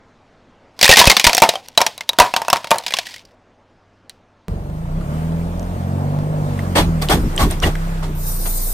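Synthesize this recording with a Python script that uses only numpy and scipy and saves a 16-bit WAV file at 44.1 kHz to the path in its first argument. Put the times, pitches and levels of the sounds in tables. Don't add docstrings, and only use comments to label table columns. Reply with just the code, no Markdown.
import sys
import numpy as np
from scipy import signal
from scipy.io import wavfile
from scipy.ndimage import uniform_filter1d

SR = 44100
rng = np.random.default_rng(int(sys.argv[2]) if len(sys.argv) > 2 else 0)


def wrap_up_sound(samples):
    columns = np.atleast_2d(samples).T
    tamed = np.clip(columns, -1, 1)
    steps = np.round(tamed * 32767).astype(np.int16)
    wavfile.write(sys.argv[1], SR, steps)


N = 384993
T = np.arange(N) / SR
CUT_S = 4.483
LEAD_S = 0.00033

# f/Hz, relative level/dB per Hz
SNAP_SPECTRUM = [(760, -28.5), (1300, -7.5), (1840, -1.5), (3140, -1), (4930, -3), (7430, -13),
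                 (13200, -23), (16000, -27)]


def amp(db):
    return 10 ** (np.asarray(db) / 20)


def evened(x):
    return x / np.sqrt(np.mean(x ** 2) + 1e-20)


def read(points, hz):
    f, value = np.transpose(points)
    return np.interp(np.log(hz + 1), np.log(f + 1), value)


def level(rows, column=1):
    rows = np.array(rows)
    return amp(np.interp(T, rows[:, 0], rows[:, column], -200, -200))


def add(mix, s, sound):
    part = mix[..., round(s * SR):][..., :sound.shape[-1]]
    part += sound[..., :part.shape[-1]]


def colour(x, points):
    hz = abs(np.fft.fftfreq(4096, 1 / SR))
    log_gain = np.log(amp(np.maximum(read(points, hz), -100)))
    taps = np.fft.ifft(np.exp(np.conj(signal.hilbert(log_gain)))).real[:2048]
    return signal.oaconvolve(x, taps / np.linalg.norm(taps))[:len(x)]


def ring(x, hz, width_hz):
    r, w = np.exp(-np.pi * width_hz / SR), 2 * np.pi * hz / SR
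    return signal.lfilter([.5, 0, -.5], [1, -2 * r * np.cos(w), r * r], x)


def noise(points, patchy_db, lead_s=0., size=512, span=(CUT_S, N / SR)):
    # f/Hz, left-right likeness (0 to 1)
    likeness = [(60, 0.96), (500, 1), (2000, 0.31), (6000, 0.093), (15000, 0.1)]
    start, stop = round(span[0] * SR), round(span[1] * SR)
    hz, out = np.fft.rfftfreq(size, 1 / SR), np.zeros((2, N))
    frames = (stop - start) * 4 // size + 5
    a, b, c, d, patches = rng.standard_normal((frames, len(hz), 5)).T
    patches = uniform_filter1d(patches, size=size // 80, axis=0)
    patches = evened(uniform_filter1d(patches, size=8192 // size, axis=1))
    same = np.clip(read(likeness, hz), 0, 1)[:, None]
    left = a + 1j * b
    delay = np.exp(-2j * np.pi * hz * lead_s)[:, None]
    right = same * left * delay + np.sqrt(1 - same ** 2) * (c + 1j * d)
    z = np.array([left, right]) * amp(read(points, hz)[:, None] + patchy_db * patches)
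    sound = signal.istft(z, nperseg=size, noverlap=size * 3 // 4)[1]
    out[:, start:stop] = evened(sound[:, :stop - start])
    return out


def yard():
    # f/Hz, relative level/dB per Hz
    hush_spectrum = [(20, -8.5), (60, -18.5), (130, -13.5), (250, -10), (380, -15), (480, -12.5),
                     (660, -12.5), (1480, -21.5), (2460, -27.5), (6500, -40), (11000, -58.5), (15500, -77)]
    # t/s, level/dB
    swell = [(0, 9.5), (.7, 9.5), (3.3, 6.5), (4.48, 6)]
    pair_hz, puffs_db = 19.6, -68
    hush_db, drone_hz, drone_db = -61.5, 97, -63
    turns = pair_hz * T
    beats = np.exp(-(turns % 1) / 0.091) + .5 * np.exp(-((turns + .5) % 1) / 0.065)
    beats = ring(beats, 56, 92) + 0.69 * ring(beats, 340, 150)
    hush = amp(hush_db) * noise(hush_spectrum, 1.6, size=2048, span=(0, CUT_S))[0] * level(swell)
    drone = amp(drone_db) * np.sqrt(2) * np.sin(2 * np.pi * drone_hz * T)
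    return hush + drone + amp(puffs_db) * evened(beats)


def engine():
    # t/s, firing f/Hz, then level/dB of firing thump, exhaust note (before the pipe),
    # exhaust roar, valve and tyre hiss
    revs = [(4.48, 22.22, -44, -20, -32, -42.5), (4.611, 22.93, -41.5, -29, -33.5, -45),
            (4.792, 26.4, -37, -28.5, -37.5, -42.5), (4.95, 31.99, -22, -26, -33, -41.5),
            (5.149, 39.07, -35, -24.5, -31.5, -36), (5.31, 40.93, -33, -23, -31.5, -38),
            (5.668, 44.06, -26, -25, -31, -38.5), (5.95, 46.62, -48, -17.5, -28.5, -38),
            (6.33, 51.5, -34, -22, -26.5, -38.5), (6.57, 47.1, -37, -19, -28.5, -33.5),
            (6.97, 40.4, -24, -21, -32.5, -35.5), (7.179, 33.98, -26, -29.5, -31, -34.5),
            (7.41, 26.85, -20.5, -32.5, -43, -30.5), (7.549, 28.34, -22.5, -29.5, -51, -35),
            (7.719, 31.3, -20, -28.5, -64, -32.5), (7.88, 33.3, -22, -28.5, -42, -33),
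            (8.16, 30.4, -22.5, -28.5, -45, -37.5), (8.41, 28.85, -19.5, -34.5, -38.5, -36.5),
            (8.73, 28.9, -20, -44, -44.5, -38)]
    # f/Hz, level/dB
    pipe = [(44, -1.5), (62, -7), (90, -3.5), (105, -10), (125, -19.5), (148, 0), (165, 3), (190, -15),
            (215, -18.5), (240, -11), (270, -20), (310, -27)]
    # f/Hz, level/dB re roar
    upper = [(200, -3), (330, -22.5), (450, -13.5), (600, -18), (800, -22), (1200, -26)]
    # f/Hz, relative level/dB per Hz
    roar_spectrum = [(12, -41), (20, -5.5), (87, -11), (127, -5), (163, -3.5), (339, -11.5), (494, -17.5),
                     (573, -8.5), (1010, -19), (3000, -52), (3900, -55), (6600, -120)]
    # f/Hz, relative level/dB per Hz
    hiss_spectrum = [(700, 5), (1200, 4), (3000, -9), (6000, -14.5), (9500, -13), (11500, -26.5),
                     (13500, -13), (15500, -18)]
    low_orders, waver_db, roar_patchy_db = 6, 3, 1.6
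    cut, (s, firing_hz, *levels) = round(CUT_S * SR), np.transpose(revs)
    t = T[cut:]
    turns = np.cumsum(np.interp(t, s, firing_hz)) / SR
    coarse = t[::441]
    hz, thump_db, note_db, roar_db, hiss_db = (
        np.interp(coarse, s, column) for column in (firing_hz, *levels))
    wavers = evened(uniform_filter1d(rng.standard_normal((len(coarse), 16)), size=10, axis=0))
    tone = np.zeros(len(t))
    for k in range(1, low_orders + 1):
        order_db = note_db + read(pipe, k * hz) if k > 1 else thump_db
        gain = np.sqrt(2) * np.interp(t, coarse, amp(order_db))
        half_order = amp(-26) * np.sin(2 * np.pi * (k + .5) * turns)
        tone += gain * (np.sin(2 * np.pi * k * turns + .8 * k) + half_order)
    for k, waver in enumerate(wavers.T, start=low_orders + 1):
        db = roar_db + read(upper, k * hz) + waver_db * waver
        tone += np.interp(t, coarse, amp(db)) * np.sin(2 * np.pi * k * turns + .3 * k * k)
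    gate = evened(1 + 0.75 * np.exp(-(turns % 1) / 0.44))
    roar = noise(roar_spectrum, roar_patchy_db, LEAD_S, size=2048)[:, cut:]
    roar = np.interp(t, coarse, amp(roar_db)) * gate * roar
    hiss = np.interp(t, coarse, amp(hiss_db)) * noise(hiss_spectrum, 1.5, LEAD_S)[:, cut:]
    ports = np.array([tone * amp(-.7), np.interp(t - LEAD_S, t, tone)]) + roar + hiss
    return np.pad(ports, ((0, 0), (cut, 0)))


def spray():
    # t/s, level/dB
    bursts = [(8.15, -42), (8.19, -34), (8.256, -28), (8.28, -23), (8.358, -29), (8.482, -24), (8.722, -24),
              (8.73, -24.5)]
    # f/Hz, relative level/dB per Hz
    jet_spectrum = [(1760, -68), (3000, -50), (3640, -7), (7330, -4), (9390, 5), (11100, -6), (13700, 8.5),
                    (15500, -1.5)]
    sputter = amp(0.79 * evened(uniform_filter1d(rng.standard_normal(N), size=400)))
    return level(bursts) * sputter * noise(jet_spectrum, 2.5, 0.00017, span=(8, N / SR))


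def ticks():
    # (60 dB fall of the burst, at least 4 ms)
    pops = [(5.009, -33, 1300, 0.048), (5.414, -40, 2370, 0.021), (5.5953, -30, 5870, 0.0063),
            (5.628, -38, 6200, 0.016), (6.5914, -22.5, 1910, 0.023), (6.648, -41, 1450, 0.038),
            (6.756, -34, 3937, .025), (7.023, -17, 4616, 0.019), (7.0866, -11, 3120, 0.025),
            (7.363, -19, 8220, 0.01), (7.378, -9.5, 3077, 0.027), (7.408, -14, 1084, 0.17),
            (7.5104, -16, 8940, 0.014), (7.6017, -19, 5930, 0.0066), (7.6322, -12.5, 2860, 0.049),
            (7.638, -15, 1930, 0.11), (7.7534, -21, 1720, 0.021), (8.0367, -44, 1103, 0.019),
            (8.0805, -35, 1200, 0.03)]
    grit_db = -22
    out, t = np.zeros(N), np.arange(3000) / SR
    for (s, db, hz, t60), grit in zip(pops, rng.standard_normal((len(pops), len(t)))):
        burst = grit * amp(-60 * t / max(t60, .004))
        pop = ring(burst, hz, min(.2 * hz, 8 / t60))
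        add(out, s, amp(db + grit_db) * burst + amp(db + 1.5) * pop / abs(pop).max())
    return out


def skids():
    # t/s, scrape level/dB, length before the fade/s, thud level/dB,
    # brightness (4 and above brightest, -4 and below dullest)
    drags = [(6.751, -12.5, 0.046, -13, -5.5), (7.013, -23.5, 0.016, -46, 4.5),
             (7.092, -14, 0.038, -4.5, 1.5), (7.38, -21.5, 0.013, -41, -6), (7.392, -19.5, 0.038, -9, 4),
             (7.498, -30.5, 0.027, -25, 19), (7.619, -20, 0.054, -21, -0.5),
             (8.023, -30, 0.02, -15.5, -1.5), (8.452, -29, 0.0077, -54, 21)]
    # f/Hz, relative level/dB per Hz
    scrape_spectrum = [(120, -47), (200, -12), (715, 4), (2700, -7.5), (4330, -10), (7220, -18),
                       (8660, -13), (10600, -19), (11200, -44), (13400, -13), (15500, -42)]
    # f/Hz, base width/Hz (30 is added), level/dB before width and frequency weighting
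    wall_modes = [(323, 12, 14), (740, 42, -19), (1150, 16, 9.5), (1880, 37, -33), (3400, 97, 26)]
    # f/Hz, relative level/dB per Hz
    thud_spectrum = [(20, -17), (45, -1.5), (110, -10.5), (200, -13.5), (400, -18.5), (900, -54.5)]
    stone_spread_db, span = 2, (6.7, N / SR)
    out, t = np.zeros((2, N)), np.arange(SR // 3) / SR
    catches = np.repeat(rng.exponential(1, N // 40 + 1), 40)[:N]
    stones = amp(stone_spread_db * catches)
    bed = noise(scrape_spectrum, 1.5, .00015, span=span)
    bed = bed * evened(stones + 5.4)
    wall = sum(amp(db) * np.sqrt(w) * ring(bed, hz, w + 30) / hz for hz, w, db in wall_modes)
    bed = bed + amp(-9) * evened(wall) * np.std(bed)
    bright = np.diff(bed, prepend=0, axis=1)
    thuds = noise(thud_spectrum, 6.2, size=2048, span=span)
    for s, db, length, thud_db, tilt in drags:
        fade_db = -60 * np.maximum(t - length, 0)
        shape = np.minimum(t / 0.0085, 1) * amp(fade_db / 0.15)
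        at = slice(round(s * SR), round(s * SR) + len(t))
        n = bed[:, at].shape[1]
        grain = bed[:, at] + np.clip(tilt / 4, -1, 1) * bright[:, at]
        slosh = np.minimum(t / 0.065, 1) * amp(thud_db + fade_db / .5)
        add(out, s, amp(db) * shape[:n] * grain + slosh[:n] * thuds[:, at])
    return out


def puffs():
    # t/s, signed height before the leak, length/s
    pushes = [(.8915, .9, .006), (1.0045, .25, .003), (1.0725, -1.6, .006), (1.2655, .8, .006),
              (2.2000, -.4, .008), (2.5285, -.3, .002)]
    out = np.zeros(N)
    for s, height, length in pushes:
        add(out, s, height * np.hanning(round(length * SR)))
    return signal.lfilter(*signal.butter(2, 24, "high", fs=SR), out)


def creaks():
    # t/s, level/dB
    loads = [(0.7, -92), (0.84, -26), (0.99, -17), (1.26, -30.5), (1.56, -40.5), (1.61, -50.5),
             (2.12, -54.5), (2.23, -42.5), (2.84, -43), (3.0, -36), (3.05, -41), (3.2, -45), (3.23, -59),
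             (3.35, -69)]
    # f/Hz, base width/Hz (200 is added), level/dB before width weighting
    shell_modes = [(950, 29, 30.5), (2300, 48, -8), (3020, 32, -28), (3400, 65, -12), (3920, 24, -17),
                   (3790, 23, -12.5), (5300, 170, -19.5), (5830, 46, -19.5), (5804, 28, -24)]
    strikes = rng.random(N) < 300 / SR
    size = amp(1.8 * np.minimum(rng.exponential(1, N), 4)) * strikes
    decay = np.exp(-1 / (.005 * SR))
    burst = signal.lfilter([1], [1, -decay], size) * rng.standard_normal(N)
    shell = sum(amp(db) * np.sqrt(w) * ring(burst, hz, w + 200) for hz, w, db in shell_modes)
    return level(loads) * evened(evened(colour(burst, SNAP_SPECTRUM)) + amp(-10) * evened(shell))


def cracks():
    # t/s, strength/dB, shard ring f/Hz, hollow f/Hz, then level/dB re strength of
    # hollow (before the common hollow_db), crunch (before colouring) and shard
    breaks = [(0.7915, -12.5, 3450, 1070, -15, -16, -16), (0.813, 4, 4510, 710, -23, -13.5, -10.5),
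              (0.8283, 13, 4710, 560, -23, -10, -14.5), (0.8433, 5.5, 3596, 587, -20, -6.5, -9.5),
              (0.8547, 5.5, 1940, 1005, -23.5, -13, -9.5), (0.8626, 3.5, 2560, 1030, -31.5, -19.5, -9.5),
              (0.8789, 2.5, 1865, 1040, -19, -10, -11), (0.8919, 12.5, 2330, 540, -11, -9, -10),
              (0.9026, 4.5, 2700, 770, -10.5, -12.5, -8.5), (0.9128, 7.5, 2565, 1095, -17, -4, -8.5),
              (0.9247, 8, 1860, 729, -12, -10.5, -6), (0.9373, 4, 1880, 1060, -16, -8.5, -10),
              (0.9592, -1, 2350, 1070, -25, -8, -9.5), (0.9701, 10.5, 2370, 1080, -17, -6, -13.5),
              (0.984, 4.5, 2077, 864, -14.5, -10.5, -9), (0.9906, 10.5, 3880, 1100, -18, -4, -8.5),
              (0.9992, 11.5, 3570, 649, -17, -8, -10.5), (1.014, 5.5, 1731, 973, -6.5, -7.5, -9.5),
              (1.0244, -5.5, 3330, 890, -9.5, -13, -9.5), (1.042, -4, 3280, 939, -6, -14.5, -8.5),
              (1.0551, 1, 1901, 977, -15, -13, -11), (1.0724, 9, 2560, 564, -9, -9, -6.5),
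              (1.0986, 10.5, 2137, 1080, -14.5, -5.5, -14), (1.115, 3.5, 2140, 1060, -15, -10.5, -9.5),
              (1.123, -4.5, 2090, 740, -5.5, -13.5, -10.5), (1.1672, 5, 3560, 1040, -12.5, -9.5, -6),
              (1.1973, 0.5, 2420, 1040, -25, -8.5, -11.5), (1.2136, -14.5, 2430, 1060, -18, -8.5, -8),
              (1.2423, 6, 2180, 1020, -26.5, -9.5, -4.5), (1.25, 2, 2100, 940, -17, -7.5, -12.5),
              (1.2676, 8.5, 2406, 922, -8.5, -4, -6), (1.295, -4.5, 2413, 780, -13, -10, -3),
              (1.3316, 3, 2380, 680, -19.5, -15.5, -17.5), (1.3487, 2.5, 5660, 720, -20, -19, -8),
              (1.3688, -5.5, 2395, 680, -28, -10, -10.5), (1.3798, 4.5, 5350, 727, -15.5, -11.5, -10.5),
              (1.4016, -12, 5520, 759, -13, -13, -8), (1.4202, 7.5, 2323, 900, 0, -8.5, -8.5),
              (1.435, 0, 2760, 730, -2.5, -8, -9), (1.4483, -15, 2165, 990, -11, -4, -4.5),
              (1.4906, 2, 3820, 880, -11.5, -8, -15), (1.5376, -26, 2837, 705, 6, -14, -7),
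              (1.5554, -23.5, 3170, 760, 5, -8, 7.5), (1.6852, -16, 5680, 870, -23.5, -36, -15),
              (1.7757, 2.5, 3930, 878, -4, -6, -1.5), (1.8052, -10, 2290, 978, 0, -11, -8),
              (1.8149, 0.5, 5270, 940, -5, -9, -7.5), (1.8651, -3, 5720, 860, -14, -7, -7),
              (1.9789, -13.5, 3910, 970, -18, -20, -13), (2.0081, -11.5, 2110, 900, -15.5, -13.5, -7),
              (2.0915, 3.5, 3860, 880, -23.5, -26.5, -6), (2.1326, -20.5, 3720, 925, -8, -21, -9.5),
              (2.1872, 2, 3440, 870, -5, -10.5, -8), (2.1995, 10.5, 3776, 953, -2.5, -10, -13),
              (2.2196, -5.5, 2550, 961, 2, -17.5, -6.5), (2.249, -19, 2480, 611, -2, -12, -9),
              (2.2628, -24, 2507, 920, -9, -5, -4), (2.3387, -11, 2700, 942, 2, -8, -1.5),
              (2.3639, -6.5, 3747, 917, -3, -4.5, -15), (2.418, -9, 5300, 870, -7.5, -23, -14.5),
              (2.4494, -24, 2540, 972, -3, -12, -10.5), (2.4831, -6.5, 2613, 895, -2.5, -25, -14),
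              (2.501, -0.5, 5210, 954, -14.5, -15, -9), (2.5299, 5, 2710, 925, -2, -13, -14),
              (2.5592, -19.5, 2320, 1030, 5, -8.5, -6.5), (2.5683, -14.5, 5230, 740, -17.5, -7, -8),
              (2.644, -22.5, 3240, 900, -1, -12, -6), (2.6717, -26, 2240, 910, -5, -3, -6),
              (2.7073, -0.5, 3330, 880, -12.5, -13.5, -15.5), (2.7141, -1, 2460, 919, 1, -22.5, -13),
              (2.7437, -25, 1700, 830, 6.5, -5, -7.5), (2.7581, -23.5, 1720, 730, 1, -17.5, -10),
              (2.7842, -4.5, 4210, 773, -36, -19.5, -11), (2.7996, -32, 3150, 730, 3, -23, -9),
              (2.8379, -31, 3400, 750, -5, -8, -2), (2.8643, -19, 3070, 950, -8, 4, -9),
              (2.881, -18, 5000, 900, -16, -2, -9), (2.9071, -15, 2420, 797, -17, -10, -3),
              (2.9224, -17, 2020, 826, -14, -8, -1), (2.9383, -11.5, 3500, 1060, -8, -1, 3.5),
              (2.9686, -16, 2950, 640, -22, -2.5, -9), (2.9871, -15, 3475, 930, -6, 1.5, 0),
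              (2.9956, -28, 2550, 670, -24, -10, -1), (3.068, -19.5, 1960, 990, -24, -7.5, -7),
              (3.108, -35.5, 2170, 689, -38, 0, -7), (3.1407, -29.5, 1980, 738, -41, 0, -2),
              (3.162, -30.5, 2160, 750, -37, -4.5, 1), (3.1813, -36, 3650, 939, -30, -6, -6),
              (3.2515, -43.5, 4800, 746, -27, -5, 4), (4.0957, -19, 3980, 940, -39, -16, -11)]
    tick_db, hollow_db = -1.5, 6.5
    crunch_t60_s = 0.035
    tyre_hz, tyre_width_hz = 203, 30
    snaps, out, t = np.zeros(N), np.zeros(N), np.arange(SR // 8) / SR
    draws = rng.standard_normal((len(breaks), 3, len(t)))
    for (s, db, shard_hz, hollow_hz, inside_db, crunch_db, shard_db), (a, b, c) in zip(breaks, draws):
        tick = ring(a * amp(-60 * t / 0.0042), 4200, 7000)
        crunch = b * (amp(-60 * t / crunch_t60_s) + amp(-24 - 60 * t / 0.33))
        add(snaps, s, amp(db + crunch_db) * crunch)
        shard = ring(b * amp(-60 * t / .02), shard_hz, 0.03 * shard_hz)
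        knock = c * (amp(-60 * t / 0.013) + amp(-20.5 - 60 * t / 0.2))
        hollow = ring(knock, hollow_hz, 60) + 0.54 * ring(knock, .78 * hollow_hz, 83)
        hollow += 0.94 * ring(knock, 650, 210) + 0.16 * ring(knock, 310, 250)
        hollow += 0.12 * ring(knock, 170, 150)
        add(out, s, amp(db + tick_db) * tick / abs(tick).max())
        add(out, s, amp(db + shard_db) * shard / abs(shard).max())
        add(out, s, amp(db + inside_db + hollow_db) * hollow / abs(hollow).max())
    tyre = ring(snaps, tyre_hz, tyre_width_hz) * amp(-47.5) + ring(snaps, 780, 478) * amp(-20.5)
    return out + colour(snaps, SNAP_SPECTRUM) + tyre


def scene():
    first = yard() + puffs() + creaks() + cracks()
    second = engine() + spray() + ticks() + skids()
    duller = signal.firwin(255, 15200, window=("kaiser", 7), fs=SR)[None]
    return first * (T < CUT_S) + signal.oaconvolve(second, duller, "same") * (T >= CUT_S)


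def record(dry):
    clipped = np.clip(dry, -.95, .95)
    band_limit = signal.firwin(511, 16100, window=("kaiser", 9), fs=SR)[None]
    return signal.oaconvolve(clipped, band_limit, "same")


dry = scene()
out = record(dry)
wrap_up_sound(out)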